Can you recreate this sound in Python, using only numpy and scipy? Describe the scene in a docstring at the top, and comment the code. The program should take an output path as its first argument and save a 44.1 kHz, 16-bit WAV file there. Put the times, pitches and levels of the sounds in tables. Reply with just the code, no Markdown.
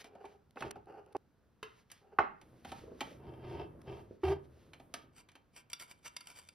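"""A small finned metal computer case is taken apart on a wooden table, close up in a quiet room.
Fingers rub and tap its shell; screws and a screwdriver slide and knock on the wood, ringing the table top.
Pushed along, the case sticks and slips in a judder, then groans once as it is tipped up.
Last, its loose bottom plate scrapes and clicks out of the shell with the ring of thin sheet metal."""
import sys
import numpy as np
from scipy import signal
from scipy.fft import rfft, irfft, next_fast_len
from scipy.io import wavfile
from scipy.ndimage import map_coordinates

SR = 44100
rng = np.random.default_rng(int(sys.argv[2]) if len(sys.argv) > 2 else 0)


def generate_wav(sig):
    """Save sig (samples, or channels by samples) to the path in sys.argv[1] as 16-bit PCM at SR."""
    pcm = np.round(np.clip(np.atleast_2d(sig).T, -1, 1) * 32767).astype(np.int16)
    wavfile.write(sys.argv[1], SR, pcm)


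N = 288414

# dark bed of room air: (frequency [Hz], level [dB]); table levels are relative, each layer has its own trim
AIR_SPECTRUM = [(20, -18.5), (45, 0), (75, 3.5), (130, 2.5), (250, -1), (500, -8), (900, -14), (1400, -15),
                (2200, -24), (5000, -29.5), (9000, -34.5), (15000, -36)]
# screws and screwdriver sliding on the wood: (start [s], length [s], level [dB])
PART_SLIDES = [(0.0, 0.2, -57.5), (0.197, 0.03, -51), (0.236, 0.024, -48), (0.27, 0.084, -59),
               (0.558, 0.021, -42.5), (0.755, 0.013, -46), (0.866, 0.13, -47), (1.058, 0.081, -59),
               (2.01, 0.17, -61.5), (2.12, 0.02, -53)]
# body of those slides: (frequency [Hz], bandwidth [Hz], level [dB])
SLIDE_MODES = [(416, 49, 11), (810, 48, 7), (950, 88, -5.5), (1240, 230, -9), (1520, 170, -9.5),
               (2820, 320, -20), (4516, 300, -29)]
# strokes of skin over the case: (centre [s], level [dB], half width [s])
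SKIN_STROKES = [(0.01, -49.5, 0.011), (0.06, -59, 0.015), (0.29, -68.5, 0.046), (0.598, -58.5, 0.015),
                (0.665, -62, 0.025), (1.70, -69.5, 0.038), (1.79, -65, 0.025), (1.96, -66, 0.042),
                (2.58, -75, 0.12), (2.69, -60, 0.021), (2.77, -60, 0.052), (2.90, -75, 0.11),
                (3.06, -57.5, 0.049), (3.16, -73, 0.03), (3.52, -63, 0.045), (3.94, -64.5, 0.067),
                (4.13, -75, 0.033), (4.29, -52, 0.032), (4.45, -69, 0.011), (4.61, -69, 0.064),
                (4.99, -65.5, 0.038)]
# dry friction hiss: (frequency [Hz], level [dB])
HISS_SPECTRUM = [(200, -8.5), (900, -0.5), (2000, 4.5), (3500, 1.5), (5500, -2.5), (7500, -4.5),
                 (10000, -9.5), (13000, -16.5), (15500, -8)]
# airy whisper of fingertips creeping over the fins: (frequency [Hz], level [dB])
CREEP_SPECTRUM = [(3000, -27), (6500, -10), (8000, -0.5), (10500, -4), (13000, -7.5), (15500, -1)]
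# hands shifting their grip: (start [s], length [s], level [dB])
GRIP_SHIFTS = [(2.418, 0.36, -66.5), (2.661, 1.35, -62.5), (4.375, 0.65, -68)]
# fingers landing on the case: (time [s], level [dB], thump offset [dB], nail offset [dB])
FINGER_TAPS = [(0.043, -44, -2.5, -11), (0.1519, -57, 16, -42), (0.2528, -46.5, 2.5, -24),
               (0.5582, -54.5, 14, -47), (0.607, -36, 7.5, -22), (0.624, -40.5, 2, -11),
               (0.7567, -55.5, 14, -26), (1.9016, -47.5, -27.5, -17.5), (1.9162, -43.5, -31.5, 2.5),
               (2.414, -50, -3, -7), (2.6486, -39, 5.5, -36), (2.7186, -35.5, 3, -26.5),
               (3.0075, -25, -4, -23), (4.7339, -41.5, -12, -35), (4.799, -50, 4.5, -38),
               (4.9405, -30, -8, -6), (5.288, -47.5, -26, -18), (5.317, -56, -21, -8),
               (5.3538, -44, -3.5, -27)]
# snap of a light contact, fingertip or screw: (frequency [Hz], level [dB])
SLAP_SPECTRUM = [(200, -7.5), (900, -1.5), (2000, 1), (3500, -2.5), (5500, -11.5), (7500, -10),
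                 (10000, -15), (13000, -24.5), (15500, -19)]
# thump of the case under a finger: (frequency [Hz], bandwidth [Hz], level [dB])
THUMP_MODES = [(256, 55, -2.5), (413.5, 9.3, -3), (565, 190, -6.5), (789, 160, -1), (938, 30, -1),
               (1286, 51, -7.5)]
# bright edge of a fingernail: (frequency [Hz], level [dB])
NAIL_SPECTRUM = [(500, -26), (2500, -11), (5000, 12), (7500, 13), (10000, 8.5), (13000, -2.5),
                 (15500, -0.5)]
# screwdriver and case hitting the table: (time [s], level [dB], contact time [s], gate length [s])
TABLE_KNOCKS = [(0.2420, -39.5, 0.0015, 0.048), (0.57, -39, 0.00042, 0.016), (0.6224, -29.5, 0.00026, 0.18),
                (1.1491, -28, 0.0015, 0.011), (1.1590, -31, 0.0022, 0.0088), (2.1865, -11.5, 0.00067, 0.36),
                (2.2001, -21, 0.0014, 0.38), (2.2116, -34.5, 0.0022, 0.26), (3.0130, -34, 0.0014, 0.126),
                (4.2328, -36.5, 0.00073, 0.091), (4.2775, -33, 0.0016, 0.082), (4.364, -41, 0.0035, 0.087)]
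# ring of the table top: (frequency [Hz], level [dB], t60 [s])
WOOD_MODES = [(262, -31.5, .05), (385, -14, 0.041), (662, -16, 0.06), (722.4, -11.5, 0.055),
              (813.5, -6, 0.068), (891, -12, 0.13), (1114, 1, 0.028), (1340, -0.5, 0.025), (1450, 0, 0.03),
              (1560, 0, 0.017), (1788, -9, 0.058), (2110, -5, 0.02), (2360, -12, 0.022), (2600, -3, 0.062),
              (2913, -13.5, 0.067)]
# crack of the wood's dense weak modes: (frequency [Hz], level [dB])
CRACK_SPECTRUM = [(150, -11), (400, -3), (800, -2), (1500, 0.5), (2700, -8), (3300, -24), (5500, -28),
                  (7500, -42.5), (12000, -43.5), (15500, -39.5)]
# boom of the whole table flexing: (frequency [Hz], bandwidth [Hz], level [dB])
BOOM_MODES = [(75.5, 18, -4), (137, 25, -4.5)]
# ticks that stop dead: (time [s], level [dB], length [s])
DRY_TICKS = [(0.5087, -63.5, 0.0016), (0.709, -42.5, .005), (0.8580, -71, 0.0014), (1.062, -69, 0.0016),
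             (1.125, -68.5, 0.0068), (1.1660, -53.5, .002), (3.816, -63, .004)]
# their tone: (frequency [Hz], level [dB])
TICK_SPECTRUM = [(200, 2), (2000, 8.5), (6000, 3), (10000, 6), (15000, -15.5)]
# the case pushed over the wood: (start [s], length [s], effort [dB])
CASE_PUSHES = [(0.618, 0.033, -41.5), (3.19, 0.34, -51), (3.42, 0.21, -43.5), (3.855, 0.11, -44),
               (4.335, 0.027, -47)]
# body of the case standing on the table: (frequency [Hz], bandwidth [Hz], level [dB])
CASE_MODES = [(348.6, 43.4, 0.5), (408, 46.3, 0.5), (634, 45, -8), (740, 28, -5.5), (914, 57, -8.5),
              (1256, 44, -16.5), (1600, 120, -23)]
# gritty ring of its fins: (frequency [Hz], bandwidth [Hz], level [dB])
FIN_MODES = [(1945, 250, -6), (2380, 150, 0), (2670, 62, 5.5), (3167, 100, 3.5), (3440, 200, -7),
             (3820, 360, -10.5), (4330, 220, -11), (4920, 180, -9), (5320, 130, -10.5)]
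# handling rumble through the table: (frequency [Hz], level [dB])
RUMBLE_SPECTRUM = [(30, -12), (70, 2.5), (120, 3), (200, -2), (330, -1.5), (550, -6), (800, -16),
                   (1500, -21.5), (4000, -50)]
# the case rocking on its feet: (time [s], level [dB])
FOOT_BUMPS = [(0.646, -38), (0.672, -50.5), (2.834, -47), (2.879, -45), (2.914, -41.5), (2.948, -47.5),
              (3.072, -47.5), (3.115, -49), (3.748, -54), (4.109, -47)]
# dull body of a bump: (frequency [Hz], bandwidth [Hz], level [dB])
BUMP_MODES = [(114, 63, -36.5), (410, 326, 3.5), (605, 142, 4.5)]
# a screw set down: (time [s], level [dB])
SCREW_HITS = [(1.6287, -39)]
# ring of the screw on the wood: (frequency [Hz], level [dB], t60 [s])
SCREW_MODES = [(432, 5, 0.17), (1056, -1.5, 0.12), (1770, -26, 0.088), (2480, -26, .08), (3040, -4, 0.096),
               (3040, -6, 0.083), (2750, -2, 0.11), (3800, -12, 0.1), (6200, -17, 0.22)]
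# the bottom plate scraping: (centre [s], level [dB], half width [s])
PLATE_SCRAPES = [(5.185, -57, 0.023), (5.575, -52, 0.021), (5.718, -54.5, 0.0053), (5.818, -46, 0.0136),
                 (5.91, -57, 0.0132), (6.063, -45.5, 0.0135), (6.29, -54, 0.024), (6.382, -51.5, 0.017)]
# the plate catching in the shell: (time [s], level [dB], t60 [s])
PLATE_CLICKS = [(5.7001, -45, 0.026), (5.7317, -23.5, 0.015), (5.7975, -41.5, 0.054), (6.051, -53, 0.021),
                (6.0760, -41, 0.025), (6.1655, -30, 0.0235), (6.2065, -45, 0.038), (6.2711, -39.5, 0.013),
                (6.4878, -41, 0.019)]
# the freed plate rubbing faintly: (start [s], length [s], level [dB])
PLATE_SHIFTS = [(5.75, 0.147, -66.5), (6.07, 0.062, -69), (6.25, 0.2, -66)]
# ring of its thin sheet: (frequency [Hz], bandwidth [Hz], level [dB])
PLATE_MODES = [(981, 17, -3), (1385, 54, 1), (1547, 13, -10), (2150, 50, 4.5), (2330, 88, 2),
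               (2748, 98, 4.5), (3110, 100, 0), (3540, 75, 3), (4650, 80, 4), (5076, 400, -2),
               (5610, 110, -0.5), (6020, 99, 1.5), (7550, 230, 4.5), (8370, 220, -2.5), (9300, 360, -7),
               (10700, 400, -6), (11950, 400, -12.5), (14120, 980, -13)]
# its drag, a softer and darker contact than a catch: (frequency [Hz], level [dB])
DRAG_SPECTRUM = [(200, 9.5), (1000, 4.5), (3000, -3), (6000, -3.0), (10000, -1.0), (15000, -1)]
# decay of the room tail: (frequency [Hz], t60 [s])
ROOM_DECAY = [(100, 1), (500, 0.29), (1500, 0.37), (3000, 0.33), (6000, 0.17), (14000, 0.14)]
# stereo width of the tail: (frequency [Hz], side level [dB])
ROOM_WIDTH = [(60, -11), (280, -2.5), (600, 4), (1300, 7), (2200, -4), (5000, -34.5), (14000, -17.5)]
# phase between the channels: (frequency [Hz], lag of the left [rad])
STEREO_LAG = [(20, 0), (2200, .05), (3200, .5), (4400, .3), (6000, 1.2), (7000, 3.05), (8400, 3.2),
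              (10900, 6.2), (12500, 6.4), (14000, 9.3), (16000, 9.5)]
# balance between the channels: (frequency [Hz], left over right [dB])
STEREO_TILT = [(60, -.2), (300, -.4), (900, -1.2), (2400, 0), (4500, -2), (5700, -3), (7500, .3),
               (12000, .3), (15000, 2)]

GRIP_ATTACK_S = 0.02


def amp(db):
    return 10 ** (np.asarray(db) / 20)


def unit(x):
    return x / np.sqrt(np.mean(x ** 2) + 1e-20)


def along(points, hz):
    """Read a (frequency, value) curve on a log frequency axis."""
    f, v = np.transpose(points)
    return np.interp(np.log(hz + 1), np.log(f + 1), v)


def seconds(size):
    return np.arange(size) / SR


def wobble(rate):
    """A smooth random curve, rate knots a second."""
    return map_coordinates(rng.standard_normal(int(N * rate / SR) + 4), [np.arange(N) * rate / SR])


def filtered(x, response):
    """x times a complex frequency response."""
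    n = x.shape[-1]
    m = next_fast_len(n + SR // 4)
    return irfft(rfft(x, m) * response(np.fft.rfftfreq(m, 1 / SR)), m)[..., :n]


def coloured(x, spectrum):
    """x through a smooth EQ curve of unit power."""
    return filtered(x, lambda f: unit(amp(along(spectrum, f))))


def resonate(x, modes):
    """x through a body's resonances, of unit power together."""
    def response(f):
        h = sum((-1) ** k * amp(db) * 1j * f * width / (hz * hz - f * f + 1j * f * width)
                for k, (hz, width, db) in enumerate(modes))
        return h / np.sqrt(np.mean(np.abs(h) ** 2))
    return filtered(x, response)


def add(track, start, x):
    """Mix x into track from start seconds."""
    part = track[..., max(round(start * SR), 0):][..., :x.shape[-1]]
    part += x[..., :part.shape[-1]]


def burst(t60, rise):
    """The noisy transient of one contact, dying away."""
    t = seconds(SR // 4)
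    return rng.standard_normal(len(t)) * amp(-60 * t / t60) * (1 - np.exp(-t / rise))


def friction(rate, smooth_db):
    """Irregular slips of random size over a smooth hiss, rms 1."""
    slips = (rng.random(N) < rate / SR) * rng.standard_normal(N)
    return unit(unit(slips) + amp(smooth_db) * rng.standard_normal(N))


def swell(t, centre, half_width):
    """Bell-shaped pressure of one stroke."""
    return np.exp(-((t - centre) / half_width) ** 2 / 2)


def held(start, length, attack, release):
    """Envelope of one move: rise, hold, die away; all in seconds, release is a t60."""
    since = seconds(N) - start
    return np.clip(since / attack, 0, 1) * amp(-60 * np.maximum(since - length, 0) / release)


def moves(rows, attack, release):
    """Power sum of the envelopes of (start, length, level) moves."""
    return np.sqrt(sum((amp(db) * held(start, length, attack, release)) ** 2 for start, length, db in rows))


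def in_room(x, wet_db, wide_db=-3):
    """x in the centre, with a short stereo room tail after a 5 ms pre-delay."""
    hz, t, noise = signal.stft(rng.standard_normal((2, SR // 2)), SR, nperseg=256)
    tails = signal.istft(noise * amp(-60 * t / along(ROOM_DECAY, hz)[:, None]), SR, nperseg=256)[1]
    tails = np.pad(tails / np.linalg.norm(tails[0]), ((0, 0), (SR // 200, 0)))
    mid, side = signal.fftconvolve(x[None], tails, axes=1)[:, :len(x)]
    side = filtered(side, lambda f: amp(wide_db + along(ROOM_WIDTH, f)))
    return x + amp(wet_db) * np.array([mid + side, mid - side])


def room_tone():
    """The room's air lays a low, steady bed under everything."""
    mid, side = coloured(rng.standard_normal((2, N)), AIR_SPECTRUM)
    return amp(-72) * (mid + amp(-8.5) * np.array([side, -side]))


def part_slides():
    """Small parts chatter across the grain of the wood."""
    grain = unit(resonate(friction(rate=1200, smooth_db=-9), SLIDE_MODES))
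    motion = moves(PART_SLIDES, attack=0.008, release=0.09)
    return in_room(amp(-5.5) * motion * grain, wet_db=-10.5)


def skin_rubs():
    """Dry skin hisses unevenly over painted metal; a shifting grip adds a thin, high whisper."""
    hiss = coloured(friction(rate=660, smooth_db=7), HISS_SPECTRUM) * amp(1.1 * wobble(35))
    creep = coloured(friction(rate=900, smooth_db=4), CREEP_SPECTRUM) * amp(3.3 * wobble(12))
    pressure = sum(amp(db) * swell(seconds(N), centre, half) for centre, db, half in SKIN_STROKES)
    gripping = sum(held(start, length, GRIP_ATTACK_S, release=0.45) for start, length, _ in GRIP_SHIFTS)
    return in_room(amp(-4.5) * pressure * hiss + amp(-82.5) * gripping * creep, wet_db=-20)


def finger_taps():
    """A fingertip slaps the metal and rings the plate's low modes; the nail clicks, the case thumps."""
    slaps, thumps, nails = np.zeros((3, N))
    for time, db, thump_db, nail_db in FINGER_TAPS:
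        add(slaps, time - .001, amp(db - 7.5) * burst(t60=.05, rise=0.00089))  # short, dies away quickly
        add(thumps, time, amp(db + thump_db + 0.5) * burst(t60=0.032, rise=0.0027))
        add(nails, time - .001, amp(db + nail_db - 0.5) * burst(t60=.03, rise=0.0011))
    attack = coloured(slaps, SLAP_SPECTRUM) + coloured(nails, NAIL_SPECTRUM)
    body = amp(-8.5) * resonate(slaps, PLATE_MODES[:7]) + resonate(thumps, THUMP_MODES)
    return in_room(attack + body, wet_db=-10.5)


def table_knocks():
    """Each hit rings, cracks and flexes the table top; a longer contact reaches only the low modes."""
    out, t = np.zeros((2, N)), seconds(SR // 4)
    modes = sum((-1) ** k * amp(level - 60 * t / t60) * np.sin(2 * np.pi * hz * t)
                for k, (hz, level, t60) in enumerate(WOOD_MODES))
    for time, db, contact, length in TABLE_KNOCKS:
        force = np.sin(np.pi * np.clip(t / contact, 0, 1)) ** 2
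        ring = signal.fftconvolve(modes, force)[:len(t)]
        ring = ring / np.abs(ring).max()
        hardness = min(0.00087 / contact, 1)
        crack = hardness * coloured(burst(t60=.04, rise=0.0016), CRACK_SPECTRUM)
        flex = amp(-22) * resonate(burst(t60=0.022, rise=0.0011), BOOM_MODES)
        hit = in_room(ring, wet_db=-15) + amp(-12) * in_room(crack, wet_db=-6, wide_db=-2) + flex
        gate = np.clip((length - t) / 0.0016, 0, 1)
        add(out, time, amp(db) * hit * gate)
    return out * amp([[-1], [1]])  # panned a touch right


def dry_ticks():
    """Tiny bright snaps of noise with no tail."""
    out = np.zeros(N)
    for time, db, length in DRY_TICKS:
        add(out, time, amp(db) * rng.standard_normal(int(length * SR) + 1))
    return coloured(out, TICK_SPECTRUM)


def case_pushes(firm_db=-48.5, grit_growth=1.32):
    """The case sticks and slips on the wood, shaking table and fins over the rumble of the hands."""
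    effort = moves(CASE_PUSHES, attack=0.027, release=0.16)
    slips = friction(rate=500, smooth_db=-1.5) * amp(3 * wobble(45))
    judder = amp(-3) * effort * unit(resonate(slips, CASE_MODES))
    boom = amp(-7) * effort * unit(resonate(slips, BOOM_MODES))
    bite = (effort / amp(firm_db)) ** grit_growth  # the grit grows faster than the effort
    grit = amp(firm_db - 21) * bite * unit(resonate(slips, FIN_MODES))
    return in_room(judder + boom + grit + hand_rumble(effort), wet_db=-9.5)


def hand_rumble(effort):
    """Hands send low end through the table as they push or shift their grip."""
    gripping = moves(GRIP_SHIFTS, GRIP_ATTACK_S, release=0.94)
    rumble = coloured(friction(rate=200, smooth_db=1.5), RUMBLE_SPECTRUM)
    return (amp(3) * gripping + amp(-23.5) * effort) * rumble


def foot_bumps(cutoff_hz=900):
    """The case rocks on feet too soft to pass any treble."""
    force = np.zeros(N)
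    for time, db in FOOT_BUMPS:
        add(force, time, amp(db + 8) * burst(t60=0.03, rise=0.0011))
    force = filtered(force, lambda f: 1 / (1 + (f / cutoff_hz) ** 4))
    return in_room(resonate(force, BUMP_MODES), wet_db=-8.5)


def screw_hits():
    """A small steel screw snaps onto the wood and rings briefly."""
    out, t = np.zeros(N), seconds(SR // 3)
    ring = sum(amp(level - 60 * t / t60) * np.sin(2 * np.pi * hz * t) for hz, level, t60 in SCREW_MODES)
    for time, db in SCREW_HITS:
        add(out, time, amp(db - 10.5) * ring)
        add(out, time, amp(db - 0.5) * coloured(burst(t60=0.039, rise=0.00025), SLAP_SPECTRUM))
    return in_room(out, wet_db=-9)


def case_groan(start=4.2315, length=0.097, slip_hz=390, sag=.04, table_hz=80.3):
    """The tipped edge slips at a near-steady pitch; as the weight peaks it sags and the table sways."""
    t = seconds(N)
    weight = np.sin(np.pi * np.clip((t - start) / length, 0, 1)) ** 2
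    rate = slip_hz * (1 - sag * weight) * (1 + .035 * wobble(160))
    cycles = np.cumsum(rate * (t > start)) / SR
    slips = unit(np.diff(np.floor(cycles), prepend=0) * amp(4.5 * wobble(150)))
    rough = friction(rate=650, smooth_db=3.5)
    # the case rocks smoothly once a slip; the snap of each slip rings its higher modes
    rocking = unit(np.sin(2 * np.pi * cycles) * amp(wobble(70)))
    overtones = unit(resonate(slips + .5 * rough, CASE_MODES[2:]))
    body = unit(rocking + amp(-11.5) * overtones + amp(-7) * resonate(rough, CASE_MODES))
    fins = unit(resonate(.5 * slips + rough, FIN_MODES))
    groan = amp(-33 - 4.5 * weight) * body + amp(-55) * fins  # the body ducks under full weight
    sway = unit(np.sin(2 * np.pi * table_hz * t) + amp(-9) * resonate(rough, BOOM_MODES))
    sliding = held(start, length, attack=0.0062, release=0.1)
    swaying = held(start, length=.055, attack=.045, release=.33)
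    return in_room(sliding * groan + amp(-36) * swaying * sway, wet_db=-18.5)


def sheet_ring(force):
    """Each touch lands elsewhere on the gripped sheet, so its modes vary in level and a little in pitch."""
    chance = rng.standard_normal((len(PLATE_MODES), 2))
    modes = [(hz * (1 + .007 * detune), width, db + 2 * lift)
             for (hz, width, db), (detune, lift) in zip(PLATE_MODES, chance)]
    return amp(-3.5) * resonate(force, modes) + amp(-11) * coloured(force, HISS_SPECTRUM)


def bottom_plate():
    """The plate scrapes, catches and rubs in the shell; all of it rings the same thin sheet."""
    drag = coloured(friction(rate=820, smooth_db=-3.5) * amp(2.47 * wobble(70)), DRAG_SPECTRUM)
    out = sheet_ring(moves(PLATE_SHIFTS, attack=0.058, release=0.66) * drag)
    for centre, db, half in PLATE_SCRAPES:
        start = centre - .1  # lead-in for the swell
        scrape = drag[round(start * SR):][:SR // 4]
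        pressure = amp(db) * swell(start + seconds(len(scrape)), centre, half)
        add(out, start, sheet_ring(pressure * scrape))
    for time, db, t60 in PLATE_CLICKS:
        add(out, time - .001, sheet_ring(amp(db + 3) * burst(t60, rise=0.0012)))
    return in_room(out, wet_db=-14, wide_db=1)


def scene():
    """The stereo mix: hits and friction over the room's bed."""
    hits = table_knocks() + finger_taps() + foot_bumps() + dry_ticks() + screw_hits()
    rubbing = case_pushes() + case_groan() + part_slides() + skin_rubs()
    return hits + rubbing + bottom_plate() + room_tone()


def record(dry, top_hz=15850):
    """Two microphone ports set the channels apart in phase and level; the very top is cut off."""
    def ports(f):
        left = amp(along(STEREO_TILT, f) / 2) * np.exp(-1j * along(STEREO_LAG, f) / 2)
        return np.array([left, 1 / left]) * (f < top_hz)
    return filtered(dry, ports)


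dry = scene()
out = record(dry)
generate_wav(out)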